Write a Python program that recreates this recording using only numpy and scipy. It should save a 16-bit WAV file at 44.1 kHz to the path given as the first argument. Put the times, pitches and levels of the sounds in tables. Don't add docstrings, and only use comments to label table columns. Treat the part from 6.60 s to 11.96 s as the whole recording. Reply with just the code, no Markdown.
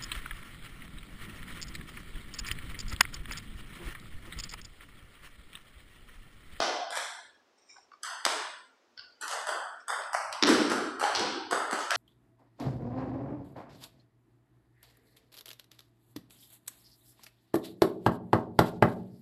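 import sys
import numpy as np
from scipy import signal
from scipy.fft import rfft, irfft, next_fast_len
from scipy.io import wavfile
from scipy.ndimage import uniform_filter1d

SR = 44100
rng = np.random.default_rng(int(sys.argv[2]) if len(sys.argv) > 2 else 0)


def waveform_to_disk(signal):
    frames = np.transpose(np.atleast_2d(signal))
    scaled = np.clip(frames, -1, 1) * 32767
    samples = np.round(scaled).astype(np.int16)
    wavfile.write(sys.argv[1], SR, samples)


def undo_db(level):
    steps = np.asarray(level, float) / 20
    return 10 ** steps


N = 236420

# frequency [Hz], level [dB per Hz].
HUM = [(30, -54.5), (120, -23.5), (170, -13.5), (250, 2), (500, 1.5), (1000, -2), (2500, -9.5),
       (4200, -12.5), (5500, -12), (6800, -17), (9000, -29), (15000, -32.5)]


def along(points, hz):
    point_hz, value = np.transpose(points)
    return np.interp(np.log(hz + 1), np.log(point_hz + 1), value)


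def peak(hz, centre_hz, width_hz):
    return 1 / np.sqrt(1 + (2 * (hz - centre_hz) / width_hz) ** 2)


def noise(gain):
    m = next_fast_len(N)
    spectrum = rfft(rng.standard_normal(m)) * gain(np.fft.rfftfreq(m, 1 / SR))
    x = irfft(spectrum, m)[:N]
    return x / x.std()


def swells(rows):
    t = np.arange(N) / SR
    gain = np.zeros(N)
    for s, db, rise_s, fall_s in rows:
        away = np.where(t < s, (s - t) / rise_s, (t - s) / fall_s)
        gain += undo_db(db - 20 * away)
    return gain


def ventilation():
    return undo_db(-47) * noise(lambda hz: undo_db(along(HUM, hz)))


def floor_boom():
    # loudest moment [s], level [dB], rise [s per 20 dB], fall [s per 20 dB].
    steps = [(.003, -47, 0.02, .012), (.07, -87, .04, .24), (.68, -78, 0.17, .14), (1.21, -78, .2, .13),
             (1.7, -76, 0.2, 0.23), (2.4, -77, .08, .2), (3.64, -72.5, 0.093, 0.45),
             (3.87, -57.5, 0.062, 0.78), (4.42, -86, 0.054, 0.16), (4.58, -53, 0.051, 0.16),
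             (5, -72, 0.59, 0.35), (5.36, -87, 0.13, .1)]
    boards = noise(lambda hz: peak(hz, 91, 50) ** 2 + 1.4 * peak(hz, 115, 21) ** 2)
    return undo_db(2.5) * swells(steps) * boards


def slides():
    # loudest moment [s], level [dB], rise [s per 20 dB], fall [s per 20 dB].
    drags = [
        (.984, -59.5, .02, 0.033),
        (1.02, -63.5, .04, 0.11),
        (1.1, -55, 0.044, 0.12),
        (1.22, -65.5, 0.16, 0.11),
        (3.206, -55.5, 0.023, 0.03),
    ]
    # centre [Hz], width [Hz], level [dB].
    squeal = [(2265, 690, -0.5), (3810, 90, -2), (5300, 530, -10.5), (5550, 930, -2.5), (7200, 110, -4.5),
              (7800, 810, -26.5), (8270, 58, -9)]
    rubber = noise(lambda hz: sum(undo_db(db) * peak(hz, c, w) ** 2 for c, w, db in squeal))
    return undo_db(9) * swells(drags) * rubber


def causal(gain_db):
    cepstrum = irfft(np.log(undo_db(gain_db) + 1e-6))
    half = len(cepstrum) // 2
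    cepstrum[1:half] *= 2
    cepstrum[half + 1:] = 0
    return irfft(np.exp(rfft(cepstrum)))[:half]


def click(colour_db, tilt_db, smear_s):
    hz, t = np.fft.rfftfreq(2048, 1 / SR), np.arange(400) / SR
    rough = rfft(rng.standard_normal(400) * t ** 2 * np.exp(-t / smear_s), 512)
    contact = irfft(rough / np.sqrt(np.abs(rough) + 1e-12))
    octaves = np.clip(np.log2((hz + 1) / 1000), -3.5, 2.4)
    x = np.convolve(causal(colour_db + tilt_db * octaves), contact)
    return x / np.abs(x).max()


def hall_tail():
    # frequency [Hz], decay time t60 [s], build-up [s].
    room = [(96.4, 0.37, 0.15), (300, 1.39, 0.019), (1040, 1.47, 0.01), (4230, 1.203, 0.0067),
            (8140, 0.81, 0.009), (14700, 0.39, 0.012)]
    hz, t, z = signal.stft(rng.standard_normal(SR), SR, nperseg=256)
    centre, t60, build = np.transpose(room)
    t60 = along(np.transpose([centre, t60]), hz)[:, None]
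    build = along(np.transpose([centre, build]), hz)[:, None]
    z = z * undo_db(-60 * t / t60) * (1 - np.exp(-t / build))
    tail = signal.istft(z, SR, nperseg=256)[1][:SR]
    t = np.arange(SR) / SR
    lumps = np.repeat(rng.standard_normal(SR // 64 + 1), 64)[:SR]
    return tail * np.clip(t / 0.0025, 0, 1) * undo_db(6.4 * lumps * np.exp(-t / 0.016))


def blow_colour(body, band_db, knock_hz, knock_db, comb_hz, mirror):
    # low edge [Hz], high edge [Hz].
    bands = [(220, 361.5), (640, 1438), (2700, 5320), (7400, 11100)]
    hz = np.fft.rfftfreq(2048, 1 / SR)
    edges, width = np.ravel(bands), np.diff(bands)[:, 0]
    per_hz = np.array(band_db) - 10 * np.log10(width / (SR / 2))
    balance = along(np.transpose([edges, np.repeat(per_hz, 2)]), hz)
    share = mirror * np.clip(hz / 2200, 0, 1) ** 2
    comb = np.abs(1 + share * np.exp(2j * np.pi * hz / comb_hz))
    knock = knock_db * peak(hz, knock_hz, 0.15 * knock_hz)
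    modes = uniform_filter1d(rng.standard_normal(len(hz)), size=7) * np.sqrt(7)
    modes *= 1.6 * np.clip(hz / 2500, .3, 1)
    octaves_below = np.clip(np.log2(edges[0] / (hz + 1)), 0, 2)
    light = 0.9 * min(per_hz[0] - per_hz[1], 0) * octaves_below
    return along(body, hz) + balance + 20 * np.log10(comb) + knock + modes + light


def strike(body, smear_s, wall_tilt_db, s, db, weight_db, bright_db, knock_hz, knock_db, comb_hz, mirror,
           tilt_db, direct_db, fizz_db, wall_db, wall_s):
    band_db = (db + weight_db, db, db + bright_db, db + fizz_db + bright_db)
    colour_db = blow_colour(body, band_db, knock_hz, knock_db, comb_hz, mirror)
    top_db = db + max(bright_db, 0) - 0.5
    direct = undo_db(top_db + direct_db) * click(colour_db, tilt_db, smear_s)
    tail = undo_db(-4.0) * signal.fftconvolve(causal(colour_db), hall_tail())
    first = undo_db(top_db + wall_db) * click(colour_db, wall_tilt_db, smear_s=.0008)
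    second = undo_db(top_db + wall_db - 16) * click(colour_db, wall_tilt_db, smear_s=.0008)
    return [(s, direct), (s, tail), (s + wall_s, first), (s + 2 * wall_s, second)]


def kind(rows, own, **shared):
    columns = ("s", "db", "weight_db", "bright_db", own)
    return [dict(zip(columns, row), **shared) for row in rows]


def play(blows, body, smear_s, wall_tilt_db):
    out = np.zeros(N + 2 * SR)
    for blow in blows:
        for s, part in strike(body, smear_s, wall_tilt_db, **blow):
            out[round(s * SR):][:len(part)] += part
    return out[:N]


def shoes():
    # frequency [Hz], level [dB].
    sole = [(60, -62.5), (150, -14.5), (250, -1.5), (1500, -6.5), (2500, -2.5), (5200, 0), (6500, -3.5),
            (10000, -12.5), (14500, -29.5), (16000, -57)]
    # start [s], hall level [dB], weight = bass over knock [dB],
    # brightness = click over knock [dB], delay of the nearest wall [s].
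    stamp = [
        (3.825, -21, 5, -2.9, .0095),
    ]
    steps_down = [
        (4.549, -31, 0.5, 3.7, .011),
        (5.354, -39, -13, 12.3, 0.0025),
    ]
    landing = [
        (.002, -24, -8.5, -5, .065),
    ]
    scuffs = [
        (2.679, -31, -33, -7.5, 0.013),
        (5.189, -32.5, -22.5, -8, 0.023),
    ]
    # the same columns, but the last is the knock's pitch [Hz].
    knocks = [
        (0.581, -70, -10, 13, 4100),
        (1.142, -54, -28, -19.5, 1055),
        (1.165, -48.5, -32, -13, 760),
        (1.316, -51, -27, -10, 2350),
        (1.318, -50.5, -42, -14.5, 1150),
        (2.376, -45.5, -24, 2.5, 1460),
        (3.419, -59.5, -8, 8.5, 2470),
    ]
    blows = (
        kind(stamp, "wall_s", knock_hz=320, knock_db=1.5, comb_hz=1730, mirror=0.2,
             tilt_db=3.5, direct_db=15.5, fizz_db=-13, wall_db=15.5)
        + kind(steps_down, "wall_s", knock_hz=393, knock_db=3, comb_hz=1540, mirror=0.087,
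               tilt_db=2.0, direct_db=10.5, fizz_db=-9, wall_db=4)
        + kind(landing, "wall_s", knock_hz=707, knock_db=10.0, comb_hz=1576, mirror=0.067,
               tilt_db=-0.5, direct_db=13, fizz_db=-3.5, wall_db=-10)
        + kind(scuffs, "wall_s", knock_hz=1500, knock_db=-6, comb_hz=1650, mirror=.25,
               tilt_db=5, direct_db=6, fizz_db=6, wall_db=-5)
        + kind(knocks, "knock_hz", knock_db=11, comb_hz=1490, mirror=0.17,
               tilt_db=1.0, direct_db=20, fizz_db=-30, wall_db=18.5, wall_s=0.017))
    return play(blows, sole, smear_s=.0006, wall_tilt_db=2.5)


def balls():
    # frequency [Hz], level [dB].
    ball = [(100, -50), (200, -9), (600, -1.5), (1600, -4.5), (2300, -5), (5000, -7), (7400, -6), (8200, 3),
            (11000, -11), (14500, -23.5), (16000, -41.5)]
    # start [s], hall level [dB], weight = bass over knock [dB],
    # brightness = click over knock [dB], spacing of the mirror comb [Hz].
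    far_bounces = [
        (.305, -30, -21, -5, 1762),
        (2.611, -29.5, -9, -5.5, 1464),
        (2.711, -29.5, -12, -6.5, 1650),
        (2.869, -25.5, -11.5, -8.5, 1550),
        (3.281, -25, -14.5, -9, 1664),
    ]
    near_bounces = [
        (.354, -34.5, -8.5, 4, 1883),
        (3.871, -25, 1.5, -0.5, 1500),
        (4.098, -28, -3, -4, 1480),
        (4.396, -27.5, -12.5, -6.5, 1444),
        (4.91, -24, -6.5, -7, 1623),
        (5.11, -28, -6.5, -5, 1550),
    ]
    # the same columns, but the last is the knock of the blade [Hz].
    pushes = [
        (3.726, -38.5, -6, 3, 980),
        (4.594, -33, 6.5, -1.5, 975),
        (5.306, -26, -13, -0.5, 1620),
    ]
    # the same columns, but the last is the delay of the nearest wall [s].
    toss = [
        (1.432, -30, -25, -1.5, .003),
    ]
    block = [
        (4.427, -29.5, -12, 0, .011),
    ]
    drive = [
        (1.651, -25.5, -7.5, 0.22, .012),
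    ]
    serves = [
        (3.531, -23, -26.5, -3.5, 0.016),
    ]
    blows = (
        kind(far_bounces, "comb_hz", knock_hz=463, knock_db=1, mirror=0.55,
             tilt_db=2.5, direct_db=7.5, fizz_db=-2.5, wall_db=7, wall_s=.021)
        + kind(near_bounces, "comb_hz", knock_hz=1390, knock_db=4.5, mirror=0.37,
               tilt_db=2.0, direct_db=9.0, fizz_db=-2.5, wall_db=12.5, wall_s=.018)
        + kind(pushes, "knock_hz", knock_db=9.5, comb_hz=1490, mirror=0.11,
               tilt_db=3.5, direct_db=14.5, fizz_db=-9.5, wall_db=12, wall_s=0.0094)
        + kind(toss, "wall_s", knock_hz=1300, knock_db=3, comb_hz=1570, mirror=.5,
               tilt_db=6, direct_db=11, fizz_db=-6.5, wall_db=4)
        + kind(block, "wall_s", knock_hz=830, knock_db=13, comb_hz=1520, mirror=0.3,
               tilt_db=-3.5, direct_db=16.5, fizz_db=-8, wall_db=17)
        + kind(drive, "wall_s", knock_hz=1490, knock_db=2.0, comb_hz=1630, mirror=0.11,
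               tilt_db=3, direct_db=19, fizz_db=-5.0, wall_db=12.5)
        + kind(serves, "wall_s", knock_hz=3550, knock_db=-23, comb_hz=2903, mirror=0.054,
               tilt_db=1.5, direct_db=6, fizz_db=-9.5, wall_db=11))
    return play(blows, ball, smear_s=.0007, wall_tilt_db=-2.5)


def port(x):
    # centre [Hz], width [Hz], depth [0-1].
    mic_dips = [(2363, 101, 0), (6570, 190, 0.24), (8930, 890, 0.75), (11700, 460, 0.08), (13030, 830, 0.8)]
    m = next_fast_len(N + 4096)
    hz = np.fft.rfftfreq(m, 1 / SR)
    gain = np.prod([1 - depth * peak(hz, c, w) ** 2 for c, w, depth in mic_dips], axis=0)
    return irfft(rfft(x, m) * gain, m)[:N]


def scene():
    background = ventilation() + floor_boom() + slides()
    return (background + port(shoes() + balls()))[None]


def capsule(x):
    # pinned from [s], to [s].
    overload = [
        (3.8375, 3.8398),
        (3.8433, 3.8468),
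        (3.850, 3.8535),
    ]
    x = signal.sosfilt(signal.butter(3, 62, "high", fs=SR, output="sos"), x)
    slow = signal.sosfiltfilt(signal.butter(4, 900, fs=SR, output="sos"), x)
    t = np.arange(N) / SR
    pinned = sum(1. * ((t > a) & (t < b)) for a, b in overload)
    return slow + (x - slow) * (1 - uniform_filter1d(pinned, size=12))


def suppressor(x, noise_db, least_db, memory, harsh):
    # frequency [Hz], margin [dB].
    margin = [(100, -2), (160, 15), (300, 2), (550, 5.5), (1000, 3), (3000, 2.5), (6000, 1.5), (10000, 2),
              (15000, 3)]
    hz, _, z = signal.stft(x, SR, nperseg=1024, noverlap=896)
    shape = undo_db(along(HUM, hz)) ** 2
    expected = 0.73 * undo_db(noise_db + along(margin, hz)) ** 2 * shape / shape.sum()
    power = signal.lfilter([1 - memory], [1, -memory], np.abs(z) ** 2) + 1e-20
    wanted = np.clip(1 - expected[:, None] / power, 0, 1)
    gain = np.maximum(wanted ** harsh, undo_db(least_db))
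    return signal.istft(z * gain, SR, nperseg=1024, noverlap=896)[1][..., :N]


def band_limit(x):
    return signal.sosfilt(signal.butter(12, 15770, fs=SR, output="sos"), x)


def record(dry):
    clean = suppressor(capsule(dry), noise_db=-46.5, least_db=-23, memory=0.927, harsh=3.23)
    return band_limit(clean)


dry = scene()
out = record(dry)
waveform_to_disk(out)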